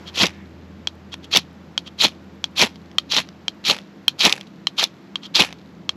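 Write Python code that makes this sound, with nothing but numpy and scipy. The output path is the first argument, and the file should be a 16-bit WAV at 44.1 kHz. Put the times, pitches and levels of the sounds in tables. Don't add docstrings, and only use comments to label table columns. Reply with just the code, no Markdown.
import sys
import numpy as np
from scipy import signal
from scipy.fft import rfft, irfft, next_fast_len
from scipy.io import wavfile

SR = 44100
rng = np.random.default_rng(int(sys.argv[2]) if len(sys.argv) > 2 else 0)


def store_wav(level_fs):
    pcm = np.round(np.clip(np.atleast_2d(level_fs), -1, 1) * 32767)
    wavfile.write(sys.argv[1], SR, pcm.T.astype(np.int16))


N = 262836
TIME = np.arange(N) / SR
FREQ = np.maximum(np.fft.rfftfreq(N, 1 / SR), 1)

# (per Hz, relative)
SKIM_COLOUR = [(60, -55), (200, -26), (1500, -19), (2100, -14), (2450, -2.5), (2850, -3.5), (3250, -1),
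               (4050, 4), (5000, -6.5), (6600, -11.5), (8500, -27.5), (11500, -14.5), (14500, -36)]
# (per Hz, relative)
SNAG_COLOUR = [(50, -47), (200, -22.5), (800, -13), (1700, -13.5), (2600, 3), (3500, 6), (4600, -2.5),
               (5700, -1), (7500, -17.5), (9000, -16), (15000, -15.5)]


def undb(db):
    return 10 ** (np.asarray(db) / 20)


def unit(x):
    return x / np.sqrt(np.mean(x ** 2))


def convolve(x, impulse):
    return signal.fftconvolve(x, impulse)[:N]


def add(track, start_s, sound):
    start = int(start_s * SR)
    track[start:start + len(sound)] += sound[:N - start]


def response(colour, size=2048):
    hz, db = np.transpose(colour)
    f = np.maximum(np.fft.rfftfreq(size, 1 / SR), 1)
    level_db = np.interp(np.log(f), np.log(hz), db)
    cepstrum = irfft(np.log(undb(level_db)))
    cepstrum[1:size // 2] *= 2
    cepstrum[size // 2 + 1:] = 0
    return irfft(np.exp(rfft(cepstrum)))


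def band(x, hz, width_hz):
    resonance = 1 / (1 + 1j * (FREQ / hz - hz / FREQ) * hz / width_hz)
    return irfft(rfft(x) * resonance ** 2, N)


def walk(rate_hz):
    return unit(np.interp(TIME * 2 * rate_hz, np.arange(N), rng.standard_normal(N)))


def swells(rows):
    return sum(undb(db) * np.exp(-.5 * ((TIME - t) / length) ** 2) for t, db, length in rows)


def grains(per_second, spread_db):
    happens = rng.random(N) < per_second / SR
    size = rng.standard_normal(N) * undb(spread_db * rng.standard_normal(N))
    return happens * size


def strokes():
    # start_s, attack_s, bite_s (after the start), scrape_db, ring_db, spark_db,
    # fade_db_per_s (of the sparks), puff_db
    stroke_rows = [ (0.126, 0.08, 0.1, -15.5, -36, -14.5, 402, -17.5),
                   (1.303, 0.033, 0.062, -17, -44, -17, 1098, -26.5),
                   (1.977, 0.031, 0.072, -17, -34, -18, 578, -25),
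                   (2.554, 0.03, .068, -15.5, -35, -13, 515, -19.5),
                   (3.085, .04, .096, -19, -27.5, -18, 556.5, -28.5),
                   (3.634, .026, 0.069, -16, -33, -16.5, 328.5, -25.5),
                   (4.181, 0.03, 0.078, -17, -23, -13, 247, -20),
                   (4.761, 0.031, 0.069, -21.5, -21, -19, 946.5, -50),
                   (5.337, .02, 0.067, -16.5, -17.5, -12.5, 349.5, -21)]
    bite_db, bite_length_s = 5, 0.0061
    lift_db_per_s = 617
    ring_length_s = 0.01
    kindle_db = 38.5
    burn_s = 0.0078
    puff_lag_s, puff_length_s = .007, 0.015
    edge, ring, sparks, puff = np.zeros((4, N))
    for start_s, attack_s, bite_s, scrape_db, ring_db, spark_db, fade_db_per_s, puff_db in stroke_rows:
        t, bite = TIME - start_s, start_s + bite_s
        pressure = np.clip(t / attack_s, 0, 1) ** 2
        before = np.maximum(bite - burn_s - TIME, 0)
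        after = np.maximum(TIME - bite - burn_s, 0)
        dig_db = bite_db * swells([(bite, 0, bite_length_s)])
        edge += pressure * undb(scrape_db + dig_db - lift_db_per_s * after)
        ring += pressure * swells([(start_s + attack_s, ring_db, ring_length_s)])
        sparks += (t > 0) * undb(spark_db - kindle_db * before / bite_s - fade_db_per_s * after)
        puff += swells([(bite + puff_lag_s, puff_db, puff_length_s)])
    return edge, ring, sparks, puff


def steel(upper_db=0, detune=0, size=2048):
    # pitch_hz, level_db, t60_s (time to fade by 60 dB)
    steel_modes = [(1260, -9, 0.02), (1420, -5.5, 0.0094), (2020, -20, 0.027), (2083, -21, 0.0098),
                   (2840, -43, .008), (3253, 13.5, 0.013), (3580, 2.5, 0.015), (4096, -1, 0.0071),
                   (4250, -5, 0.022), (5334, -1, 0.0051), (6330, -26.5, .005), (9900, -37, .005)]
    hz, db, t60 = np.transpose(steel_modes)[:, :, None]
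    t = np.arange(size) / SR
    gain = undb(db + upper_db * (hz > 3700))
    fade = np.exp(-np.log(1000) * t / t60)
    ring = np.sum(gain * fade * np.sin(2 * np.pi * hz * (1 + detune) * t), axis=0)
    ring = signal.sosfilt(signal.butter(2, [750, 8000], "band", fs=SR, output="sos"), ring)
    return ring / np.abs(ring).max()


def clumps(x, depth_db=3.0, rate_hz=70, count=12):
    size = next_fast_len(N)
    spectrum, f = rfft(x, size), np.fft.rfftfreq(size, 1 / SR)
    centres_hz = np.geomspace(1000, 7000, count)
    out = 0
    for share in np.eye(count):
        part = irfft(spectrum * np.interp(f, centres_hz, share), size)[:N]
        out = out + part * undb(depth_db * walk(rate_hz))
    return unit(out)


def scraping(edge_gain, ring_gain, spark_gain, judder_db=1.5, chatter_db=1.5,
             ring_db=-6, skim_db=-1, slide_edge_db=-4, dense_db=-20):
    # peak_s, level_db, length_s
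    slide_rows = [(.083, -37, 0.012), (1.135, -34.5, 0.0093), (1.244, -40.5, 0.0088),
                  (1.873, -37.5, 0.0093), (5.25, -34.5, 0.013)]
    # (per Hz, relative)
    spark_colour = [(50, -55.5), (130, -13.5), (350, 1.5), (900, 2), (1500, -4.5), (2000, 1.5), (2600, 4),
                    (3400, -6.5), (5000, -7), (7300, -18), (8900, -19), (10800, -13.5), (14500, -29)]
    slips = unit(undb(judder_db * walk(130) + chatter_db * walk(600)))
    edge = clumps(convolve(grains(9000, 2.9), response(SKIM_COLOUR)))
    ring = unit(convolve(grains(6000, 4.1), steel()))
    density = np.clip(spark_gain / undb(dense_db), .15, 1)
    pops = grains(4000 * density, 1.64) / np.sqrt(density)
    sparks = clumps(convolve(pops, response(spark_colour)))
    skim = (edge + undb(ring_db) * ring) * undb(skim_db) * edge_gain
    slides = (ring + undb(slide_edge_db) * edge) * (ring_gain + swells(slide_rows))
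    return slips * (skim + slides + spark_gain * sparks)


def touches(graze_db=-30, graze_s=0.011, size=3000):
    # start_s, level_db, upper_db (of the upper tones), delay_s (of the rebound),
    # detune (by the grip, as a share)
    touch_rows = [(0.8726, -3, 7, .00125, .02), (1.7778, -1, 5.5, .00125, 0.014),
                  (2.4416, -3, 5, .00125, 0.026), (2.9839, 3, -0.5, 0.0016, 0.0054),
                  (3.4815, -3, 4.5, .00127, -0.0068), (4.081, 7, 6.5, 0.001253, -.01),
                  (4.6704, 0, 8.5, 0.00097, -.03), (5.157, -6.5, -14.5, 0.0018, -0.015),
                  (5.8924, -2, 3, 0.0018, -0.0031)]
    out, rebound = np.zeros(N), .65
    fade = np.exp(-np.arange(size) / SR / graze_s)
    for start_s, level_db, upper_db, delay_s, detune in touch_rows:
        add(out, start_s, undb(level_db) * steel(upper_db, detune))
        second_upper_db = upper_db + 3 * rng.standard_normal()
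        add(out, start_s + delay_s, rebound * undb(level_db) * steel(second_upper_db, detune))
        graze = unit(np.convolve(rng.standard_normal(size), response(SKIM_COLOUR))[:size])
        add(out, start_s, undb(level_db + graze_db) * graze * fade)
    return out


def snags(crumble=0.2, crumble_s=0.0016, size=800):
    # start_s, peak_db, low_db (change below 2000 Hz)
    snag_rows = [(.233, 3, 11.5), (.258, -4, -11), (.267, -5.5, -29), (1.141, -12.5, 11), (1.361, 2.5, 3),
                 (1.371, 7.5, -25), (2.0442, 1, -5), (2.067, -8, 11), (2.615, 3, 1), (2.673, -18, 22),
                 (2.758, -28.5, 10), (2.915, -29.5, 18), (3.166, 1, 11), (3.185, -15, 34), (3.289, -23, 15),
                 (3.787, -19, 16.5), (4.252, 7, -14), (4.296, -3, 3), (4.3256, 5.5, 1), (4.379, -20.5, 23),
                 (4.411, -17.5, 11), (4.84, 2.5, -25.5), (5.421, -1, 1), (5.527, -16, 13.5)]
    for_size = np.arange(size) / SR
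    out = np.zeros(N)
    for start_s, peak_db, low_db in snag_rows:
        force = crumble * rng.standard_normal(size) * np.exp(-for_size / crumble_s)
        force[0] = 1
        colour = [(hz, db + low_db * (hz < 2000)) for hz, db in SNAG_COLOUR]
        sound = np.convolve(force, response(colour))
        add(out, start_s, undb(peak_db) * sound / np.abs(sound).max())
    return out


def sizzle(spark_gain, crackle_db=-25, fade_s=0.041, ember_hz=1900, ember_width_hz=1100,
           tick_db=-30, tick_fade_s=0.22):
    # peak_s, level_db, length_s
    ember_rows = [(.37, -50, 0.065)]
    afterglow = convolve(spark_gain, np.exp(-TIME / fade_s) / (fade_s * SR))
    stragglers = convolve(spark_gain, np.exp(-TIME / tick_fade_s) / (tick_fade_s * SR))
    crackle = unit(convolve(grains(3100, 1.2), response(SNAG_COLOUR)))
    ticks = unit(convolve(grains(110, 2), response(SKIM_COLOUR)))
    ember = unit(band(rng.standard_normal(N), ember_hz, ember_width_hz))
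    burning = undb(crackle_db) * afterglow * crackle
    return burning + undb(tick_db) * stragglers * ticks + swells(ember_rows) * ember


def flares(puff_gain, hz=190, width_hz=170):
    return puff_gain * unit(band(rng.standard_normal(N), hz, width_hz))


def surroundings(x, echo_s=0.012, echo_db=-28, scatter_db=-31, t60=0.076):
    t = TIME[:SR]
    scatter = rng.standard_normal(SR) * np.exp(-np.log(1000) * t / t60) * (t > echo_s)
    scatter *= undb(scatter_db) / np.linalg.norm(scatter)
    scatter[int(echo_s * SR)] += undb(echo_db)
    return x + convolve(x, scatter)


def forest(low_trim_db=-0.5, hiss_trim_db=0.5, split_hz=700,
           rustle_db=-76, rustle_hz=11000, rustle_width_hz=7000):
    # (per Hz, relative)
    air_colour = [(25, -42.5), (55, -14.5), (110, -4), (170, 3), (260, -1.5), (400, -7.5), (800, -18.5),
                  (1800, -26), (5000, -37.5), (7500, -47), (9000, -59.5), (12000, -42.5), (15000, -52)]
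    # time_s, low_db, hiss_db
    air_course = [(0.0, -42, -46.5), (0.45, -41.5, -52), (5.26, -43.5, -52.5), (5.96, -40, -53.5)]
    t, low_db, hiss_db = np.transpose(air_course)
    air = rfft(convolve(rng.standard_normal(N), response(air_colour)))
    low_share = 1 / (1 + (FREQ / split_hz) ** 4)
    rumble_level_db = np.interp(TIME, t, low_db) + low_trim_db + 0.74 * walk(7.8)
    rumble = unit(irfft(air * low_share, N)) * undb(rumble_level_db)
    hiss = unit(irfft(air * (1 - low_share), N)) * undb(np.interp(TIME, t, hiss_db) + hiss_trim_db)
    leaves = unit(band(grains(120, 3.0), rustle_hz, rustle_width_hz))
    return rumble + hiss + undb(rustle_db) * leaves


def hum(tone_hz=82.8, waver=0.0087):
    # time_s, level_db
    tone_course = [(0, -42), (3.1, -48), (4.3, -67.5), (5, -65), (5.5, -50.5)]
    # pitch_hz, width_hz, level_db
    blurred_tones = [(168.75, 4.2, -51), (197, 9.7, -46), (269.8, 7.9, -53.5), (329.2, 32, -51.5)]
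    level = undb(np.interp(TIME, *np.transpose(tone_course)) + 1.37 * walk(1.3))
    pitch_hz = tone_hz * (1 + waver * walk(4.2))
    tone = unit(np.sin(2 * np.pi * np.cumsum(pitch_hz) / SR))
    out = level * tone
    for hz, width_hz, db in blurred_tones:
        out += undb(db) * unit(band(rng.standard_normal(N), hz, width_hz))
    return out


def ports(x, split_hz=11000, lean=.3, spread_s=.005, size=600):
    treble = irfft(rfft(x) / (1 + (split_hz / FREQ) ** 7), N)
    scatter = rng.standard_normal(size) * np.exp(-np.arange(size) / SR / spread_s)
    difference = convolve(treble, scatter / np.linalg.norm(scatter)) - lean * treble
    return np.array([x + difference, x - difference])


def scene():
    edge, ring, sparks, puff = strokes()
    striker = scraping(edge, ring, sparks) + touches() + snags() + sizzle(sparks) + flares(puff)
    return ports(surroundings(striker) + forest() + hum())


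def record(dry, rumble_hz=40, top_hz=16000):
    # pitch_hz, level_db
    mic_colour = [(20, -10), (70, -4.5), (7800, -0.5), (8500, -8.5), (8950, -15.5), (9500, -8.5),
                  (10300, -7.5), (12500, -8.5), (14000, -15), (16000, -32.5)]
    heard = np.array([convolve(x, response(mic_colour)) for x in dry])
    rounded = heard / (1 + heard ** 8) ** (1 / 8)
    trimmed = signal.sosfilt(signal.butter(1, rumble_hz, "high", fs=SR, output="sos"), rounded)
    return signal.sosfilt(signal.ellip(8, .2, 70, top_hz, fs=SR, output="sos"), trimmed)


dry = scene()
out = record(dry)
store_wav(out)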